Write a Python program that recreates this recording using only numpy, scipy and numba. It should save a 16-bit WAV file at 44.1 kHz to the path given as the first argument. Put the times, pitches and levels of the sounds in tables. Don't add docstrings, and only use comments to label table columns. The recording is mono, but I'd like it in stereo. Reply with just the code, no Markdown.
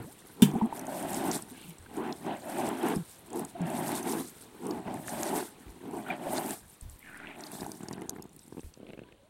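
import sys
import numpy as np
from scipy import signal
from scipy.fft import rfft, irfft, next_fast_len
from scipy.io import wavfile
from scipy.ndimage import map_coordinates
from numba import njit

SR = 44100
rng = np.random.default_rng(int(sys.argv[2]) if len(sys.argv) > 2 else 0)


def ratio_of_db(decibels):
    return 10 ** (np.asarray(decibels, float) / 20)


def output_pcm(signal):
    pcm = np.clip(np.atleast_2d(signal).T, -1, 1) * 32767
    wavfile.write(sys.argv[1], SR, np.round(pcm).astype(np.int16))


N = 409688

# [start t/s, length/s, drumming level/dB, swell over the pass/dB,
# puddle splash over drumming/dB]
FABRIC_PASSES = [(-.02, 0.026, -41, 0, -10), (0.446, 0.22, -37.5, -0.5, -17), (0.7, 0.61, -44, 11.5, -12),
                 (1.355, 0.021, -35.5, -4, -12.5), (1.984, 0.12, -33, -1, -15),
                 (2.269, 0.071, -35.5, 2, -12), (2.439, 0.18, -44, 12.5, -12),
                 (2.65, 0.23, -32, -6.5, -12.5), (2.852, 0.087, -26, -5.5, -13.5),
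                 (3.355, 0.071, -35.5, 0.5, -19), (3.612, 0.38, -38.5, 4.5, -13),
                 (4.06, 0.14, -33, -1.5, -16), (4.657, 0.12, -35, -1.5, -21), (4.872, 0.1, -37, -2.5, -16),
                 (5.095, 0.3, -39.5, 8, -13), (5.842, 0.15, -45, 8, -18), (6.079, 0.048, -41.5, 7, -6.5),
                 (6.192, 0.19, -42, 12, -13), (6.409, 0.11, -38.5, 0, -11), (7.075, 0.23, -64.5, 18, -4),
                 (7.381, 0.21, -45, -5, -10), (7.63, 0.12, -43.5, -6.5, -11.5),
                 (7.819, 0.22, -51, 4.5, -8.5), (8.126, 0.12, -50, -2, -10.5),
                 (8.815, 0.34, -60.5, -4.5, -2.5)]
# [start t/s, length/s, crackle level/dB, swell over the pass/dB]
LEAF_PASSES = [(.45, 0.074, -58, -6), (.65, 0.011, -63, -28), (.9, 0.25, -46.5, 0.5),
               (1.13, .04, -38.5, 7.5), (1.28, 0.068, -38, 3.5), (1.5, 0.16, -60.5, 9.5),
               (1.97, 1, -53, -9), (2.42, 0.18, -63.5, 25), (2.64, 0.36, -44, -16),
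               (2.86, 0.045, -43.5, 4.5), (2.98, 0.18, -53, 0), (3.35, 0.14, -50, -2),
               (3.71, 0.27, -46.5, 9.5), (4.08, 0.1, -36.5, -0.5), (4.2, 0.26, -49, -6.5),
               (4.65, 0.086, -57, 7), (4.9, 0.13, -59, 10.5), (5.1, 0.19, -41, 3), (5.36, 0.05, -40.5, 8.5),
               (5.97, 0.031, -52, 0.5), (6.27, 0.11, -44, 8), (6.44, 0.096, -42.5, 3.5),
               (7.41, 0.2, -53.5, 9.5), (7.62, 0.15, -49.5, -3), (7.83, 0.073, -59, 1),
               (8.35, 0.37, -62, 2)]
# [t/s, level on fabric/dB, level from leaves/dB]
RUNOFF = [(0, -60.5, -57), (1.47, -58, -56.5), (1.58, -55, -67), (1.8, -61, -57.5), (3.2, -103, -68.5),
          (4.5, -57, -59), (5.7, -57, -60), (6.7, -72, -57.5), (8.4, -67.5, -71.5), (9.29, -83, -77)]
# [f/Hz, level per Hz/dB]
FABRIC_COLOUR = [(35, -106), (60, -17.5), (170, -1.5), (260, 0), (400, 1.5), (600, -1), (850, -8.5),
                 (1050, -16.5), (1300, -26), (1800, -39), (2600, -42)]
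# [f/Hz, level per Hz/dB]
SPLASH_COLOUR = [(650, -51), (1100, 3), (1500, 9), (2200, 4), (3200, 1), (4200, -8), (5500, -26),
                 (9000, -51)]
# [f/Hz, level per Hz/dB]
LEAF_COLOUR = [(2060, -40), (3500, 1.5), (4680, 0), (5120, 0), (6900, 0.5), (8130, 7), (9250, 8.5),
               (10500, 4), (13400, 3.5), (15800, -7), (16300, -76)]
FAR_TURNS = [.95, 2.47, 3.75, 5.04, 6.2]
# [t/s, f/Hz]
ECHO_NOTCH = [(.3, 615), (1.3, 565), (4.7, 623), (5.4, 568), (5.9, 627), (7.3, 502), (8.0, 553),
              (8.55, 608), (8.85, 1060)]
# [t/s, delay/ms]
LANDING = [(0, .05), (.8, -.03), (1.3, 0), (2.05, .045), (2.7, -.01), (3.4, .04), (3.9, 0), (4.8, .06),
           (5.25, .03), (6.4, .04), (7.2, .09), (7.9, .14), (8.5, .27), (9.29, .29)]
# [f/Hz, level per Hz/dB]
HUM_COLOUR = [(12, -33), (20, -12.5), (96, 0), (359, -5.5), (630, -7.5), (959, -7), (1340, -13.5),
              (4240, -16.5), (4880, -26), (7030, -26), (9040, -20), (15000, -37.5), (16300, -10)]
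# [t/s, level/dB]
HUM_LEVEL = [(0, -54), (4, -51), (8, -58), (9.29, -60.5)]
# [t/s, peak level/dB, f/Hz, length/s, pitch rise as a share]
GULPS = [(.002, -37.5, 126, 0.025, 0.31), (0.046, -42.5, 218, 0.049, 1), (0.062, -52, 747, 0.075, 0.67),
         (0.539, -25, 251, 0.012, -0.004), (.552, -27.5, 784, 0.015, 0.19), (0.555, -23, 233, 0.026, 0.5),
         (0.613, -20, 920, 0.0098, -0.18), (0.621, -19.5, 224, 0.045, 0.17),
         (1.512, -44, 254, 0.042, -0.061), (1.645, -47.5, 163.6, 0.044, 0.068),
         (1.68, -42.5, 166.5, 0.054, -0.095), (1.862, -30, 1600, 0.0074, -0.017),
         (2.964, -21.5, 189, 0.014, -0.56), (2.983, -31.5, 168.5, 0.048, -0.26),
         (3.553, -34, 703, 0.023, 0.066), (3.606, -26, 172, 0.056, -0.17),
         (5.082, -15.5, 1740, 0.0085, 0.059), (6.063, -29, 1514, 0.015, 0.029),
         (6.089, -35, 1480, 0.013, 0.49), (6.1, -27.5, 733, 0.018, 0.023), (6.102, -25.5, 2370, 0.015, 0),
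         (6.104, -22, 1670, .012, -0.51), (6.12, -35, 2180, 0.015, -0.0043),
         (9.038, -59, 980, 0.076, -0.033), (9.193, -58.5, 560, 0.031, 0.063),
         (9.222, -58.5, 602, .06, 0.27)]
# t/s, body level/dB, crack level/dB
KNOCK = (0.421, -6, -18)
# [f/Hz, level/dB, time to fade by 60 dB/s]
CAN_TONES = [(199.4, -3, 0.18), (146, -12.5, 0.31), (407, -8.5, 0.074), (930, -21.5, 0.13),
             (2560, -35, 0.064), (2830, -18, 0.075), (2910, -23.5, 0.085), (2980, -23, 0.037),
             (3105, -20, 0.11), (3470, -29.5, 0.18), (3550, -8.5, 0.038), (3900, -40, 0.05),
             (4570, -31, 0.062), (5850, -21, 0.067)]
# [f/Hz, level/dB]
RATTLE_COLOUR = [(1000, -5), (3200, 2), (4400, -8), (6000, -6), (8500, -0.5), (14000, -5.5)]
# [t/s, peak level/dB, f/Hz]
LEAF_TICKS = [(0.514, -27, 9200), (0.659, -27, 8800), (0.794, -15.5, 9900), (0.813, -23.5, 9200),
              (0.854, -29, 8340), (0.868, -20.5, 8200), (1.0271, -17, 11500), (1.098, -31, 8450),
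              (1.1323, -15, 8690), (1.1442, -13, 8500), (1.2396, -38, 9050), (1.2811, -32, 8810),
              (1.314, -7, 6050), (1.4229, -18, 8060), (1.784, -26, 8000), (1.968, -26.5, 8400),
              (2.1256, -19.5, 4730), (2.5841, -19, 9400), (2.6125, -32, 9100), (2.6894, -14.5, 10200),
              (2.83, -20, 8800), (2.863, -22, 8350), (2.8854, -15, 10100), (2.9592, -17, 9100),
              (3.113, -26, 9050), (3.3035, -27, 8400), (3.3304, -21, 7900), (3.3578, -19, 11100),
              (3.3938, -12, 9800), (3.4493, -17, 9600), (3.6167, -24.5, 8200), (3.7017, -19, 9800),
              (3.7225, -36, 12000), (3.7759, -23, 9110), (3.8801, -19, 8100), (3.9184, -11.5, 8260),
              (3.953, -12, 11500), (4.0282, -20, 8850), (4.123, -22, 5840), (4.0945, -15, 8400),
              (4.6539, -29, 8920), (4.6677, -15, 9400), (4.7093, -22, 4570), (4.942, -18, 9800),
              (5.0742, -18, 9640), (5.0929, -22, 8750), (5.2021, -39, 9190), (5.2323, -10.5, 8600),
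              (5.3583, -18, 9350), (5.91, -31, 10000), (6.3296, -36, 9280), (6.38, -15, 4200),
              (6.461, -17, 8300), (6.4957, -23, 9200), (6.508, -6, 9300), (6.5301, -33, 8400),
              (6.8112, -21, 8700), (6.8973, -27, 9790)]
# [t/s, peak level/dB, f/Hz]
MORE_LEAF_TICKS = [(2.24, -43, 9500), (2.9, -22, 6500), (0.895, -34, 6600), (7.644, -29, 4950),
                   (7.751, -37, 6500), (8.741, -31.5, 3120), (7.1735, -23.5, 9200), (7.407, -22, 7000),
                   (7.4374, -19, 5300), (7.4662, -18, 5170), (7.517, -20, 9700), (7.607, -21, 4750),
                   (7.665, -23, 9300), (7.7175, -18.5, 8400), (7.832, -24, 9100), (7.8848, -19, 6500),
                   (7.929, -19.5, 9200), (8.019, -25, 9100), (7.911, -27, 10000), (7.934, -22, 4460),
                   (8.011, -32, 8800), (8.095, -14, 9200), (8.098, -42, 5900), (8.105, -28, 8500),
                   (8.24, -32, 9600), (8.293, -38, 8200), (8.934, -59, 7000), (8.992, -48, 6540),
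                   (9.123, -46, 5860), (8.2234, -22, 9900), (8.364, -25.5, 11000), (8.3918, -28, 8400),
                   (8.48, -29.5, 8400), (8.607, -35, 6450), (8.739, -32.5, 8400)]
# [f/Hz, level/dB]
LEAF_BODY = [(1500, -30), (3000, -12), (4300, 0), (16000, 0)]
# [t/s, peak level/dB, f/Hz]
SLAPS = [(0.725, -28.5, 870), (1.05, -31, 705), (1.389, -39, 988), (2.297, -38, 730), (2.679, -32, 624),
         (3.751, -38, 800), (4.879, -32, 665), (5.359, -32.5, 710), (5.974, -40, 676), (6.268, -30, 576),
         (7.663, -34, 850), (7.832, -47, 813), (7.859, -45, 877), (7.91, -41, 980)]
# [t/s, peak level/dB, f/Hz]
SMACKS = [
    (1.3140, -20, 5800),
    (5.2323, -17, 8300),
    (6.508, -18, 8800),
    (8.0943, -15, 8300),
    (8.0948, -22, 5500),
    (8.0965, -21, 9500),
]
# [t/s, level/dB, lowest f/Hz]
TRICKLE = [
    (1.53, -69, 2200),
    (1.585, -56.5, 2400),
    (1.63, -57.5, 2600),
    (1.7, -63, 2410),
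    (1.78, -72, 2230),
]
# [t/s, level/dB, lowest f/Hz]
SPUTTER = [
    (7.0, -69, 2200),
    (7.064, -55, 1730),
    (7.1, -55.5, 1600),
    (7.23, -54, 1600),
    (7.286, -52, 2200),
    (7.36, -57, 2380),
]
# [t/s, peak level/dB, f/Hz]
GLUGS = [(7.0268, -40, 2250), (7.042, -45, 2170), (7.0604, -36, 2100), (7.072, -42, 1630),
         (7.0818, -50, 1540), (7.0964, -47, 1430), (7.112, -45, 1570), (7.1297, -40, 1700),
         (7.1444, -37, 1640), (7.162, -45, 1510), (7.1854, -42, 1580), (7.2, -35, 1610),
         (7.2154, -44, 1560), (7.2447, -35, 1620), (7.2585, -32.5, 2130), (7.2709, -32, 2790),
         (7.2887, -35, 2260), (7.2984, -41, 2710), (7.312, -40, 2180), (7.3344, -43, 2180)]
# [t/s, level/dB, left over right/dB, length/s]
PUFFS = [
    (1.79, -47.5, 23, 0.29),
    (5.658, -41, 24, 0.11),
    (6.617, -52, 14, 0.095),
    (6.822, -36, 25, 0.14),
    (7.6, -45, -10, 0.043),
    (8.64, -35, -29, 0.068),
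    (8.82, -54.5, -6, .45),
    (8.002, -62, 2, 0.71),
]
# [f/Hz, level per Hz/dB]
WIND_COLOUR = [(15, -21), (40, 16.5), (80, 14), (150, -4), (300, -29)]
# [t/s, thump level/dB, splash over thump/dB]
FAT_DROPS = [(7.399, -27, -3), (7.511, -36, 2), (7.533, -23, -18), (7.552, -18.5, -14), (7.614, -24, -16),
             (7.619, -14, -23), (7.63, -14.5, -13), (7.644, -26, -20), (7.834, -19, -23), (7.885, -20, -10),
             (7.954, -27, -22), (8.056, -26, -7), (8.151, -32, -7), (8.254, -22.5, -14), (8.913, -47, -10),
             (8.897, -26, -7), (7.66, -35, -32), (7.693, -18, -39), (7.806, -20, -18), (7.856, -27, -3.5),
             (7.91, -15, -15), (7.932, -18.5, -15), (8.018, -17.5, -3.5), (8.089, -21.5, -31),
             (8.131, -22.5, -31), (8.161, -22, -3), (8.196, -19, -40), (8.24, -32, -28), (8.479, -32, -14),
             (8.524, -18, -15.5), (8.547, -25, -33), (8.569, -19.5, -9), (8.58, -16.5, -23),
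             (8.593, -18.5, -11), (8.632, -29, -5), (8.774, -28.5, -18), (8.801, -27, -30),
             (8.83, -24, -23), (8.866, -33.5, 5), (8.889, -26, -4), (8.883, -40, 8), (8.903, -26, 0),
             (8.933, -23.5, 0.5), (8.975, -27.5, -2), (8.99, -22.5, 2.5), (9.017, -24.5, -16),
             (9.034, -33, -1), (9.075, -53, -4), (9.087, -39, 8), (9.123, -36.5, 7), (9.18, -51, -2),
             (7.979, -18, -10), (8.184, -21, -10)]
# [f/Hz, level/dB]
LONE_COLOUR = [(120, -1), (450, -2), (1200, -1.5), (2600, -6)]
# [f/Hz, left over right/dB]
PORT_BALANCE = [(60, 3), (110, 4), (200, 1), (380, 0), (700, 0.5), (1290, -1.5), (2380, 0), (4400, -0.5),
                (8120, -6), (15000, 3)]
# [f/Hz, phase/radians]
PORT_LEAD = [(60, -0.3), (260, -0.27), (800, -0.12), (1600, 0.1), (3000, 0.1)]


def unit(x):
    return x / np.sqrt(np.mean(x ** 2) + 1e-20)


def along(points, hz):
    f, value = np.transpose(points)
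    return np.interp(np.log(hz + 1), np.log(f + 1), value)


def over_time(rows):
    s, *columns = np.transpose(rows)
    return [np.interp(np.arange(N) / SR, s, column) for column in columns]


def coloured(x, spectrum):
    size = 2 ** 13
    level_db = along(spectrum, np.fft.rfftfreq(size, 1 / SR))
    cepstrum = irfft(np.log(ratio_of_db(level_db) + 1e-5))
    cepstrum[1:size // 2] *= 2
    cepstrum[size // 2 + 1:] = 0
    response = irfft(np.exp(rfft(cepstrum)))[None, :size // 2]
    return signal.fftconvolve(np.float32(x), np.float32(response), axes=1)[:, :N]


def wobble(rate):
    samples = np.arange(0, N, 32)
    coarse = map_coordinates(rng.standard_normal(N // 400), [samples * rate / SR])
    return np.interp(np.arange(N), samples, coarse)


def mix(s, sound):
    out, at = np.zeros((2, N)), round(s * SR)
    out[:, at:at + sound.shape[-1]] = sound
    return out


def aside(x, late_ms):
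    left = map_coordinates(x[0], [np.arange(N) - late_ms * SR / 1000], mode="nearest")
    return np.array([left, x[1]])


@njit
def add(out, at, lag, gain, step, cycles):
    for g in range(len(at)):
        turn = np.exp(step[g] * (2j * np.pi - 1 / cycles))
        z = np.sqrt(turn)
        for i in range(at[g], min(at[g] + int(4 * cycles / step[g]), out.shape[1] - 50)):
            out[0, i] += gain[0, g] * z.imag
            out[1, i - lag[g]] += gain[1, g] * z.imag
            z *= turn


def grains(at, gain, hz, cycles, lag_s):
    out, place = np.zeros((2, N)), rng.logistic(size=len(at))
    lag = np.clip(np.round(lag_s * SR * place), -40, 40).astype(np.int64)
    step = np.clip(hz, 30, 20000) / SR
    add(out, np.clip(at, 50, N - 60), lag, gain * np.ones((2, 1)), step, float(cycles))
    return out


def far():
    width_s = 0.34
    return sum(np.exp(-((np.arange(N) / SR - s) / width_s) ** 2) for s in FAR_TURNS)


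def off_ground(x):
    notch_hz = over_time(ECHO_NOTCH)[0] * (1 - 0.23 * far())
    late = np.arange(N) - SR / (2 * notch_hz)
    return x + np.array([np.interp(late, np.arange(N), channel) for channel in x])


def passes(rows, rise, fall, under_db, plus_db=0):
    t = np.arange(0, N, 32) / SR
    s, length, db, swell_db = np.transpose(rows)[:4, :, None]
    late = t - s
    swell = swell_db * np.clip(late / length, 0, 1)
    edges = rise * np.minimum(late, 0) - fall * np.maximum(late - length, 0)
    power = np.sum(ratio_of_db(2 * (db + plus_db + swell + edges)), axis=0)
    return 10 * np.log10(np.interp(np.arange(N) / SR, t, power) + ratio_of_db(2 * under_db))


def flow():
    fabric_rise, fabric_fall, leaf_rise, leaf_fall = 245, 296, 230, 227
    ground_db, plant_db = over_time(RUNOFF)
    drum_db = passes(FABRIC_PASSES, fabric_rise, fabric_fall, ground_db)
    leaf_db = passes(LEAF_PASSES, leaf_rise, leaf_fall, plant_db)
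    trickle_db = 10 * np.log10(ratio_of_db(2 * (ground_db - 8)) + ratio_of_db(2 * (leaf_db - 15)))
    splash_over_db = np.transpose(FABRIC_PASSES)[4][:, None]
    splash_db = passes(FABRIC_PASSES, fabric_rise, fabric_fall, trickle_db, splash_over_db)
    boom_db = -53.5 + 0.36 * (drum_db + 27.0) + 8 * far() + 4.5 * wobble(4.9)
    return drum_db, boom_db, splash_db, leaf_db


def shower(level_db, lo_hz, hi_hz, count, full_db, thinning, spread_db, clump_db, mist, apart):
    clump_rate = 30
    when, keep, size, pitch, sign = rng.random((count, 5)).T
    at = (when * N).astype(np.int64)
    share = np.clip(ratio_of_db(thinning * (level_db - full_db)), .01, 1)
    weight = np.clip((share[at] - keep) * 50, 0, 1) / np.sqrt(share[at])
    hz = lo_hz * (hi_hz / lo_hz) ** pitch
    strength = np.minimum(ratio_of_db(-max(spread_db, 2) * np.log(size)), 5)
    blow = weight * hz * strength * np.sign(sign - .5)
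    low_clumps = np.cos(pitch * np.pi / 2) * wobble(clump_rate)[at]
    high_clumps = np.sin(pitch * np.pi / 2) * wobble(clump_rate)[at]
    blow = blow * ratio_of_db(clump_db * (low_clumps + high_clumps))
    noise = rng.standard_normal((3, N))
    haze = unit(noise[0] + apart * noise[1:])
    haze_gain = mist * share ** 0.067 * ratio_of_db(.5 * clump_db * wobble(clump_rate))
    return at, blow, hz, haze_gain * haze


def patter(level_db, spectrum, cycles, lag_s, **rule):
    at, blow, hz, mist = shower(level_db, **rule)
    return unit(coloured(unit(grains(at, blow, hz, cycles, lag_s)) + mist, spectrum))


def spray():
    drum_db, boom_db, splash_db, leaf_db = flow()
    drum = patter(drum_db, FABRIC_COLOUR, 0.34, 2.5e-5, lo_hz=180, hi_hz=1600, count=24000,
                  full_db=-34, thinning=0.643, spread_db=-2.0, clump_db=1.0, mist=1.0, apart=0.66)
    splash = patter(splash_db, SPLASH_COLOUR, 6.9, 3.5e-5, lo_hz=958, hi_hz=5010, count=40000,
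                    full_db=-47.5, thinning=0.818, spread_db=-2.0, clump_db=1.5, mist=0.6, apart=1.0)
    leaves = patter(leaf_db, LEAF_COLOUR, 4.5, 1.5e-4, lo_hz=3306, hi_hz=17500, count=40000,
                    full_db=-48.0, thinning=0.784, spread_db=1.0, clump_db=5, mist=0.6, apart=3.7)
    boom = signal.sosfiltfilt(signal.butter(2, 240, fs=SR, output="sos"), drum)
    skin = unit(off_ground(drum - boom))
    fabric = ratio_of_db(drum_db) * skin + ratio_of_db(boom_db) * unit(boom)
    return fabric + ratio_of_db(splash_db) * splash + ratio_of_db(leaf_db) * leaves


def garden_hum():
    noise = rng.standard_normal((3, N))
    level_db = over_time(HUM_LEVEL)[0] + 0.5 * wobble(3.184)
    return unit(coloured(0.5 * noise[0] + noise[1:], HUM_COLOUR)) * ratio_of_db(level_db)


def can_gulps():
    out = np.zeros((2, N))
    for s, db, hz, length, rise in GULPS:
        u = np.arange(0, 1, 1 / (length * SR))
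        swell = np.sqrt(np.sin(np.pi * u ** 0.5))
        turns = hz * length * (u + rise * (u * u - u) / 2)
        out += mix(s, ratio_of_db(db) * swell * np.sin(2 * np.pi * turns))
    return out


def can_knock():
    s, body_db, crack_db = KNOCK
    t = np.arange(SR // 4) / SR
    ring = sum(ratio_of_db(db - 60 * t / t60) * np.sin(2 * np.pi * hz * t) for hz, db, t60 in CAN_TONES)
    ring = ring * (1 - np.exp(-t / 0.0038))
    push = (t / 0.0076) ** 2 * np.exp(2 - 2 * t / 0.0083)
    boom = ratio_of_db(-2.0) * push * np.sin(2 * np.pi * 225 * t)
    fade = ratio_of_db(-60 * t / 0.004) + ratio_of_db(-0.5 - 60 * t / 0.16)
    crack = rng.standard_normal((2, len(t))) * fade
    rattle = coloured(mix(s, ratio_of_db(crack_db) * crack), RATTLE_COLOUR)
    return mix(s, ratio_of_db(body_db) * (ring + boom)) + rattle


def drops_on_leaves():
    burst_s = .003
    stray = rng.random((60, 3)) * [8.4, 9, 4000] + [0, -54, 6500]
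    ticks = np.r_[LEAF_TICKS, MORE_LEAF_TICKS, stray]
    pan_db = rng.normal(0, 1.5, len(ticks))
    s, db, hz, pan_db = np.repeat(np.c_[ticks, pan_db], 8, axis=0).T
    late = rng.random(len(s)) ** 3
    size_db, pitch = rng.normal(0, 1.5, len(s)), rng.normal(0, .22, len(s))
    gain = ratio_of_db(db - 17.0 + size_db - 5.2 * late + pan_db * np.array([[.5], [-.5]]))
    at = ((s + burst_s * late) * SR).astype(np.int64)
    return coloured(grains(at, gain, hz * np.exp(pitch), 9, 8e-5), LEAF_BODY)


def pops(rows, cycles, spread, smear_s, plus_db):
    s, db, hz = np.repeat(rows, 4, axis=0).T
    late, pitch = rng.random((len(s), 2)).T
    at = ((s + smear_s * late) * SR).astype(np.int64)
    return grains(at, ratio_of_db(db + plus_db), hz * np.exp(spread * (pitch - .5)), cycles, 1.5e-5)


def gouts():
    slaps = pops(SLAPS, cycles=4.3, spread=0.23, smear_s=.0015, plus_db=-5)
    smacks = pops(SMACKS, cycles=4, spread=.5, smear_s=.0008, plus_db=-4)
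    return slaps + smacks


def fizz(rows, count, crowding):
    fizz_db, fizz_hz = over_time(rows)
    when, pitch, size = rng.random((count, 3)).T
    start, end = rows[0][0], rows[-1][0]
    at = ((start + when * (end - start)) * SR).astype(np.int64)
    hz = fizz_hz[at] * 0.915 * 1.9 ** pitch ** crowding
    big_db = np.minimum(-4 * np.log(size), 13) + 2 * wobble(80)[at]
    return grains(at, ratio_of_db(fizz_db[at] - 8.5 + big_db), hz, 8.4, 1.5e-5)


def spout():
    bubbles = fizz(TRICKLE, count=900, crowding=0.94) + fizz(SPUTTER, count=1500, crowding=2.36)
    return bubbles + pops(GLUGS, cycles=4, spread=0.23, smear_s=.002, plus_db=-5)


def wind_puffs():
    gate = np.zeros((2, N))
    for s, db, pan_db, length in PUFFS:
        u = np.arange(0, 1, 1 / (length * SR))
        shape = ratio_of_db(db - 14.0 * u) * np.minimum(u / 0.019, 1)
        gate += mix(s, shape * ratio_of_db([[min(pan_db, 0)], [min(-pan_db, 0)]]))
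    return gate * unit(coloured(rng.standard_normal((2, N)), WIND_COLOUR))


def fat_drops():
    s, db, splat_db = np.transpose(FAT_DROPS)
    after = rng.random((len(s), 3)).T * [[0], [1], [1]]
    db = (db - 11 * (after > 0) - 6 * after).ravel()
    s = (s + 0.0098 * after).ravel()
    blows = np.bincount((s * SR).astype(int), ratio_of_db(db + 20.5), N) * np.ones((2, 1))
    thumps = off_ground(coloured(coloured(blows, LONE_COLOUR), FABRIC_COLOUR))
    s, db = np.repeat([s, db + np.tile(splat_db, 3)], 3, axis=1)
    late, pitch = rng.random((len(s), 2)).T
    at = ((s + 0.00367 * late) * SR).astype(np.int64)
    return thumps + grains(at, ratio_of_db(db - 13.0), 1550 * 1.85 ** pitch, 3.1, 2e-5)


def scene():
    water = spray() + drops_on_leaves() + gouts() + spout() + fat_drops()
    can = can_gulps() + can_knock()
    return aside(water, over_time(LANDING)[0]) + aside(can, .3) + garden_hum() + wind_puffs()


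def roll_off(x):
    return signal.sosfilt(signal.butter(12, 16800, fs=SR, output="sos"), x)


def record(dry):
    size = next_fast_len(N)
    hz = np.fft.rfftfreq(size, 1 / SR)
    difference = ratio_of_db(along(PORT_BALANCE, hz)) * np.exp(1j * along(PORT_LEAD, hz))
    ports = difference ** np.array([[.5], [-.5]]) * (hz < 15900)
    heard = irfft(rfft(dry, size) * ports, size)[:, :N]
    return roll_off(heard)


dry = scene()
out = record(dry)
output_pcm(out)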